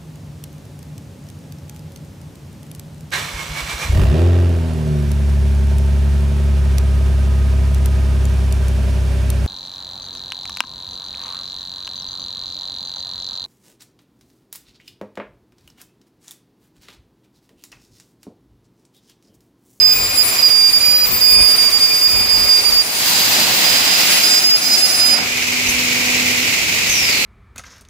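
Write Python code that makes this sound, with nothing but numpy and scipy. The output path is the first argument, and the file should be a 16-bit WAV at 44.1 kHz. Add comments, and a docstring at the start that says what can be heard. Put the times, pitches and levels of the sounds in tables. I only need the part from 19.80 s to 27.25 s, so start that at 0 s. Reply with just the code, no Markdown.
"""Inside a steel enclosure, an automatic saw cuts three clamped aluminium profiles, heard from a phone.
The teeth whine, snap into squeals and sag in pitch at each profile, over grinding and a motor drone.
Air thrown by the blade buffets the microphone; the blade comes clear with a rush of air and chips,
then withdraws. Compressed air hisses, a feed servo hums, and two pneumatic strokes thump and vent."""
import sys
import numpy as np
from scipy import signal
from scipy.fft import rfft, irfft
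from scipy.io import wavfile
from scipy.ndimage import uniform_filter1d, minimum_filter1d

SR = 44100
rng = np.random.default_rng(int(sys.argv[2]) if len(sys.argv) > 2 else 0)


def materialize(psi):
    """Save the field psi as 16-bit PCM at rate SR to the path in sys.argv[1].

    A 1-D psi becomes a single channel; in a 2-D psi each row is a channel.
    """
    bounded = np.clip(np.atleast_2d(psi).T, -1, 1)
    quanta = np.round(bounded * 32767).astype(np.int16)
    wavfile.write(sys.argv[1], SR, quanta)


N = 328545
T = np.arange(N) / SR
FREQS = np.fft.rfftfreq(N, 1 / SR) + 1e-3


def undb(db):
    """Decibels to gain."""
    return 10 ** (np.asarray(db) / 20)


def unit(x):
    """Scale to rms 1."""
    return x / np.sqrt(np.mean(np.abs(x) ** 2))


def curves(table):
    """Automation lanes: each column after the first, joined by straight lines in time."""
    times, *columns = np.transpose(table)
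    return [np.interp(T, times, column) for column in columns]


def fade(start, end):
    """Ramp from 0 at start to 1 at end, in seconds; a fade-out when end comes first."""
    return np.clip((T - start) / (end - start), 0, 1)


def swells(table, rest_db):
    """Bell-shaped swells that rise out of a steady level."""
    bells = (undb(db) * np.exp(-((T - middle) / half) ** 2) for middle, half, db in table)
    return np.sqrt(undb(rest_db) ** 2 + sum(bell ** 2 for bell in bells))


def over_hz(points):
    """Join (Hz, value) points on a log-frequency axis."""
    hz, value = np.transpose(points)
    return np.interp(np.log(FREQS), np.log(hz), value)


def pan(db):
    """Constant-power gains for a level difference, left minus right."""
    return np.sqrt(2 / (1 + undb(np.array([-db, db])) ** 2)).reshape(2, -1)


def walk(rate, size=2 ** 15):
    """Smooth random modulation of rms 1; a higher rate moves faster."""
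    lowpass = np.exp(-(FREQS[:size // 2 + 1] / rate) ** 2)
    slow = irfft(rfft(rng.standard_normal(size)) * lowpass)
    return unit(np.interp(np.arange(N) * size / N, np.arange(size), slow))


def scatter(rate):
    """Wandering strength and phase of a tone after many reflections, different at each microphone."""
    return unit(np.array([walk(rate) + 1j * walk(rate) for _ in range(2)]))


def tone(phase, diffuse, rate):
    """A partial that arrives partly direct, later on the right, and partly scattered."""
    direct = np.sqrt(1 - diffuse) * np.exp(-1j * np.array([[0], [1.5]]))
    reflected = np.sqrt(diffuse) * scatter(rate)
    return np.sqrt(2) * np.real(np.exp(1j * phase) * (direct + reflected))


def noise(colour, band):
    """Coloured noise, narrow in the bass and wide on top; its mono mix has rms 1 in the band (Hz)."""
    # Stereo width. Each row: frequency in Hz, likeness of left and right (1 or more is alike).
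    likeness = [(60, 1.4), (250, 0.76), (650, 0.78), (1300, -0.09), (2400, 0.15), (5000, 0), (15000, 0)]
    # Stereo lean. Each row: frequency in Hz, left minus right in dB.
    balance = [(100, -3), (600, 0.5), (1300, -1.5), (4400, -2.5), (8000, -0.5), (15000, 3.5)]
    alike = np.clip(over_hz(likeness), -1, 1)
    mid, side = rfft(rng.standard_normal((2, N)))
    side = side * np.sqrt(1 - alike) * np.array([[1], [-1]])
    spectrum = (mid * np.sqrt(1 + alike) + side) * undb(over_hz(colour)) * pan(over_hz(balance))
    inside = (FREQS > band[0]) & (FREQS < band[1])
    return irfft(spectrum, N) / np.std(irfft(spectrum.mean(axis=0) * inside, N))


def shelf(x, corner_hz, db):
    """High shelf whose gain may move."""
    treble = irfft(rfft(x) / (1 + (corner_hz / FREQS) ** 6), N)
    return x + (undb(db) - 1) * treble


def tooth_rate():
    """The blade slows under the cut, sags at each profile and runs up again once it is through."""
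    # The blade meets each profile's ridge. Each row: start in seconds, drop in tooth rate in Hz.
    profiles = [(.6, 85), (1.631, 86), (2.65, 88)]
    free_hz, drag_hz = 4954, 89.65
    cut_start_s, cut_end_s, inertia_s, deepest_sag_s = -.07, 3.5, .42, .255
    slowing = 1 - np.exp(-np.maximum(T - cut_start_s, 0) / inertia_s)
    recovery = 1 - np.exp(-np.maximum(T - cut_end_s, 0) / inertia_s)
    hz = free_hz - drag_hz * (slowing - recovery)
    for start, drop_hz in profiles:
        age = np.maximum(T - start, 0) / deepest_sag_s
        hz = hz - drop_hz * (age * np.exp(1 - age)) ** 2
    return hz


def squeal(phase):
    """The tooth tone snaps into arched bursts; standing waves give each its own stereo position."""
    # Squeals. Each row: start and end in seconds, level in dB, left minus right in dB,
    # phase lag between the sides in radians.
    squeals = [(-.02, .135, -9, -8, 1.4), (.15, .28, -19, 0, .9), (.375, .435, -9.5, -16, 2.6),
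               (.585, .613, -12.5, -12, -1.6), (.626, .685, -7, -9, .3), (.703, .905, -8, -10, 1.3),
               (.93, .988, -8.5, -5, 2.6), (1.005, 1.255, -10, -9, -1.8), (1.41, 1.755, -8, -10, 1.7),
               (1.778, 1.9, -10, -9, 2.4), (1.925, 1.985, -11, -7, 2.8), (2.003, 2.068, -9.5, -3, 2.1),
               (2.21, 2.28, -10, -7, 1.8), (2.3, 2.465, -14.3, -4, 2.1), (2.485, 2.66, -13.3, -6, 1.7),
               (2.688, 2.805, -8.5, -7, 1.4), (2.848, 2.9, -10, -11, -2.3), (2.922, 3.022, -9.5, -5, 2.5),
               (3.53, 3.66, -19, -2, -.4), (3.84, 4.235, -16.3, -13, .7), (4.43, 4.6, -12.5, -5, 1.1),
               (4.64, 4.77, -10, -3, 2.7), (4.835, 4.888, -12, -15, 1.5), (4.907, 4.963, -13, -7, -.6),
               (5.022, 5.072, -9.5, -11, 3), (5.092, 5.118, -16, -8, -1.5), (5.14, 5.172, -15, -9, 1.2),
               (5.193, 5.385, -12, -11, -.3)]
    # The quieter whine between squeals. 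Each row: time in seconds, level in dB.
    whine_levels = [(0, -20.5), (1.33, -21), (2.1, -17.5), (2.7, -15), (3.05, -26), (3.2, -25.5),
                    (3.55, -17), (3.72, -24), (5.4, -15)]
    rise_s, fall_s, arch_db = .012, .02, 1.5
    bursts, squealing = np.zeros((2, N), complex), np.zeros(N)
    for start, end, db, pan_db, lag in squeals:
        near = slice(*np.searchsorted(T, [start - rise_s, end + fall_s]))
        t = T[near]
        gate = np.clip((t - start) / rise_s + .5, 0, 1) * np.clip((end - t) / fall_s + .5, 0, 1)
        along = np.clip(2 * (t - start) / (end - start) - 1, -1, 1)
        arch = undb(arch_db * (1 / 3 - along ** 2))
        position = pan(pan_db) * np.exp(1j * lag * np.array([[1], [0]]))
        bursts[:, near] += gate * arch * undb(db) * position
        squealing[near] += gate
    # the strength wavers as the standing waves shift
    waver = undb(1.3 * walk(17)) * (1 + .13 * scatter(54) + .23 * scatter(12))
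    loud = np.sqrt(2) * np.real(bursts * waver * np.exp(1j * phase))
    whine_db, = curves(whine_levels)
    whine = tone(phase, diffuse=.3, rate=28) * undb(whine_db) * pan(-3.5)
    return loud + whine * np.maximum(1 - squealing, 0)


def blade():
    """Teeth pass at nearly 5 kHz; alternate high and low teeth add half orders."""
    # The whine's edge. Each row: time in seconds, second and third harmonic levels in dB.
    edge = [(0, -38, -32), (.15, -29.5, -17), (.28, -31, -29), (.43, -15, -20), (.6, -31.5, -27),
            (.85, -24.5, -29), (1.3, -33, -19), (1.55, -20, -20), (1.8, -24, -28), (1.95, -29, -33),
            (2.25, -28.5, -22), (2.5, -28, -27), (3.1, -28.5, -30), (3.35, -32, -23), (3.95, -38, -27),
            (4.38, -23, -27), (4.75, -29.5, -30), (5.28, -21, -30)]
    # Ring of the upper half orders. Each row: time in seconds, level in dB.
    chatter = [(0, -29), (.55, -24), (.8, -31.5), (2.6, -33.5), (3.1, -35), (4.3, -35), (4.55, -21.5),
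               (4.75, -40), (5.4, -28)]
    # Flares as alternate teeth bite. Each row: middle and half length in seconds, level in dB.
    bites = [(.17, 0.037, -25), (1.06, .06, -29), (1.59, 0.11, -20.5), (2.12, 0.018, -21),
             (2.4, 0.066, -27.5)]
    second_db, third_db = curves(edge)
    chatter_db, = curves(chatter)
    tooth_hz = tooth_rate() * (1 + .0004 * walk(40) + .0007 * walk(7))
    phase = 2 * np.pi * np.cumsum(tooth_hz) / SR
    second = tone(2 * phase, diffuse=.3, rate=26) * undb(second_db) * pan(2.2)
    third = tone(3 * phase, diffuse=.4, rate=36) * undb(third_db) * pan(3.2)
    half = tone(phase / 2, diffuse=.25, rate=50) * swells(bites, rest_db=-32.5) * fade(3.13, 2.86)
    three_halves = tone(1.5 * phase, diffuse=.47, rate=30) * undb(chatter_db)
    five_halves = tone(2.5 * phase, diffuse=.8, rate=45) * undb(chatter_db - 4.5)
    overtones = second + third + half + three_halves + five_halves
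    return squeal(phase) * fade(5.47, 5.38) + overtones * fade(5.41, 5.3)


def grinding():
    """Broad noise of the cut and the shop, flickering as chips break away."""
    # The grind's EQ. Each row: frequency in Hz, relative level in dB.
    colour = [(40, -81), (100, -70), (250, -61.5), (900, -62), (1150, -59), (1650, -62), (2300, -55.5),
              (3300, -63), (5200, -55), (6200, -62.5), (7300, -61.5), (8900, -68.5), (12500, -66),
              (15300, -71)]
    # Its automation. Each row: time in seconds, level in dB, treble shelf in dB.
    moves = [(0, -35, -1.5), (.58, -30.5, -3), (.8, -34, 1), (1.45, -33, -1.5), (1.6, -29.5, -1.5),
             (2.2, -34, 1.5), (2.4, -32, -3), (3, -31, 1.5)]
    grind_db, treble_db = curves(moves)
    grind = shelf(noise(colour, band=(300, 1900)), 5000, treble_db + walk(24))
    return grind * undb(grind_db + .49 * walk(42)) * fade(3.33, 2.94)


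def motor():
    """The drive motor pulses twice a turn, an uneven drone under everything."""
    # The drone's fader. Each row: time in seconds, level in dB.
    levels = [(0, -42.5), (.45, -44), (.7, -55.5), (3.0, -61), (3.4, -46), (4.8, -54.5), (5.6, -48.5),
              (6.2, -46), (6.85, -40), (7.45, -65)]
    drone_hz = 100.2
    drone_db, = curves(levels)
    drone = np.real(np.exp(2j * np.pi * drone_hz * T) * (1 + 1.2 * scatter(9.3)[0]))
    return unit(drone) * undb(drone_db)


def draught():
    """Air thrown by the blade buffets the microphones, the left one most."""
    # Gusts. Each row: middle and half length in seconds, level in dB.
    gusts = [(.22, 0.058, -28), (1.09, .04, -32), (1.33, 0.1, -30), (1.59, 0.065, -21.5), (2.14, .03, -36),
             (2.38, 0.081, -27), (2.6, 0.065, -26.5), (2.92, 0.052, -34)]
    # The rumble's EQ. Each row: frequency in Hz, relative level in dB.
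    colour = [(15, -18), (35, -2), (60, 2.5), (120, -6), (300, -11.5), (1000, -14.5), (4000, -64)]
    buffet = unit(irfft(rfft(rng.standard_normal((2, N))) * undb(over_hz(colour)), N))
    return buffet * swells(gusts, rest_db=-41.5) * pan(11.5) * fade(3.15, 2.97)


def free_blade():
    """Coming clear, the open blade fans air and chips through the enclosure."""
    # The rush's EQ. Each row: frequency in Hz, relative level in dB.
    colour = [(30, -68), (70, -63), (140, -58), (210, -54), (450, -58), (750, -53), (1300, -56),
              (2000, -52), (2800, -50), (3300, -52.5), (4400, -49), (6000, -54.5), (7400, -54),
              (8900, -61.5), (12000, -59), (15300, -63.5)]
    # Its automation. Each row: time in seconds, level in dB, treble and body in dB before their lifts.
    moves = [(3.05, -29.5, -4, -2), (3.32, -24.5, -3.5, -6.5), (3.5, -22.5, -5.5, -5.5),
             (4.05, -23, -6.5, -6.5), (4.35, -21, -7, -7), (4.65, -30, -1, 1), (4.74, -33, -4.5, 0),
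             (4.85, -32, 2, 1.5), (5.31, -28, -3, 0.5), (5.5, -37.5, -13, 7.5)]
    treble_lift_db, body_lift_db = 5.5, 5
    rush_db, treble_db, body_db = curves(moves)
    rush = noise(colour, band=(3200, 4500))
    rush = shelf(rush, 4600, treble_db + treble_lift_db + .71 * walk(35))
    body_db = body_db + body_lift_db
    rush = shelf(rush, 1520, -body_db) * undb(body_db)  # acts as a low shelf
    return past_guard(rush) * undb(rush_db + .87 * walk(21)) * fade(2.994, 3.225) * fade(5.54, 5.44)


def compressed_air():
    """Air escapes through a port that rings near 2.3 kHz; the flow builds in stages and flutters."""
    # The hiss's EQ. Each row: frequency in Hz, relative level in dB.
    colour = [(30, -75), (50, -64), (85, -60.5), (260, -59), (600, -63.5), (1100, -63.5), (1750, -60),
              (2100, -49), (2400, -47), (2900, -52), (3300, -57), (5000, -53.5), (7400, -55), (8700, -64.5),
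              (12500, -62.5), (15300, -65)]
    hiss = shelf(noise(colour, band=(1900, 2900)), corner_hz=4640, db=-4)
    opening = .26 * fade(3.6, 5.9) + .39 * fade(5.33, 5.48) + .32 * fade(5.28, 6.1)
    return hiss * undb(-21 + .76 * walk(60)) * opening


def past_guard(x):
    """As the phone swings behind the steel guard, the guard's reflections make the sound hollow."""
    # The hollow EQ. Each row: frequency in Hz, gain in dB.
    colour = [(140, -7), (260, -1), (450, -3.5), (780, -2.5), (1020, -6.5), (1400, 2), (1700, -2),
              (2300, 3.5), (3300, -0.5), (4400, -1), (5500, 3), (9000, -2)]
    hollow = irfft(rfft(x) * undb(over_hz(colour)), N)
    behind = fade(3.94, 4.5)
    return (1 - behind) * x + behind * hollow


def servo():
    """The feed runs at near-constant speed and hums through the frame, swelling in before it stops."""
    # The hum. Each row: harmonic number, relative level in dB, fade exponent (larger arrives later).
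    harmonics = [(1, 2.5, 0.75), (2, -5.5, 1.9), (3, -11.5, 1.7), (4, -17, 1.8)]
    hum_hz, start_s, full_s, stop_s, release_s = 247.8, 5.09, 6.23, 6.58, .19
    running = fade(start_s, full_s) * fade(stop_s + release_s, stop_s)
    phase = 2 * np.pi * np.cumsum(hum_hz * (1 + .00162 * walk(6.7))) / SR
    hum = sum(np.sin(order * phase) * undb(db + .5 * walk(21)) * running ** exponent
              for order, db, exponent in harmonics)
    return np.sqrt(2) * hum * undb(-33.5) * pan(-2.9)


def pneumatics():
    """Each stroke thumps the frame and vents; the exhaust whistle falls as the pressure drops."""
    # Strokes. Each row: start in seconds, thump in dB, vent in dB, vent decay in seconds, whistle in
    # dB, whistle decay in seconds, its starting pitch in Hz, its fall in octaves per second.
    strokes = [(5.885, -28, -24, .06, -17, .019, 6160, .3), (7.092, -31, -29, .4, -19, .36, 6390, 2)]
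    # EQs of the thump and the vented air. Each row: frequency in Hz, relative level in dB.
    thump_colour = [(25, -18), (50, -3), (85, 4), (150, -14), (500, -17), (2000, -60)]
    vent_colour = [(1500, -30), (4500, -1), (6500, -3), (9000, 2), (12500, 5), (15500, -14)]
    attack_s, thump_s = .0022, .05
    out = 0
    for start, thump_db, vent_db, vent_s, whistle_db, whistle_s, hz, fall in strokes:
        age = np.maximum(T - start, 0)
        attack = 1 - np.exp(-age / attack_s)
        thump = unit(noise(thump_colour, band=(30, 200))) * undb(thump_db) * np.exp(-age / thump_s)
        vent = unit(noise(vent_colour, band=(3000, 15000))) * undb(vent_db) * np.exp(-age / vent_s)
        # the pitch levels off once the cylinder is nearly empty
        whistle_hz = np.maximum(hz * 2 ** (-fall * age), 4200)
        phase = 2 * np.pi * np.cumsum(whistle_hz) / SR
        # a narrow core inside a broad, turbulent skirt
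        core = .55 * tone(phase, diffuse=1, rate=170)
        skirt = .85 * tone(phase, diffuse=1, rate=520)
        whistle = (core + skirt) * undb(whistle_db) / (1 + (age / whistle_s) ** 3)
        out = out + attack * (thump + vent + whistle)
    return out


def scene():
    """The cut, the blade coming clear, then the air and the feed, mixed in stereo."""
    cut = blade() + grinding() + motor() + draught()
    return cut + free_blade() + compressed_air() + servo() + pneumatics()


def record(dry):
    """The phone's gain control ducks the mix on loud squeals; a limiter holds peaks; the top is cut."""
    threshold_db, ratio, response_s, top_hz = -8.5, 1.6, .012, 15600
    window = int(response_s * SR)
    louder_side = uniform_filter1d(dry ** 2, window).max(axis=0)
    power = uniform_filter1d(louder_side, window)
    overshoot = np.sqrt(np.maximum(power / undb(threshold_db) ** 2, 1))
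    compressed = dry * overshoot ** (1 / ratio - 1)
    safe_gain = 1 / np.maximum(np.abs(compressed).max(axis=0), 1)
    limiter_gain = uniform_filter1d(minimum_filter1d(safe_gain, window), window)
    lowpass = signal.ellip(10, .2, 80, top_hz, fs=SR, output="sos")
    return signal.sosfilt(lowpass, compressed * limiter_gain)


dry = scene()
out = record(dry)
materialize(out)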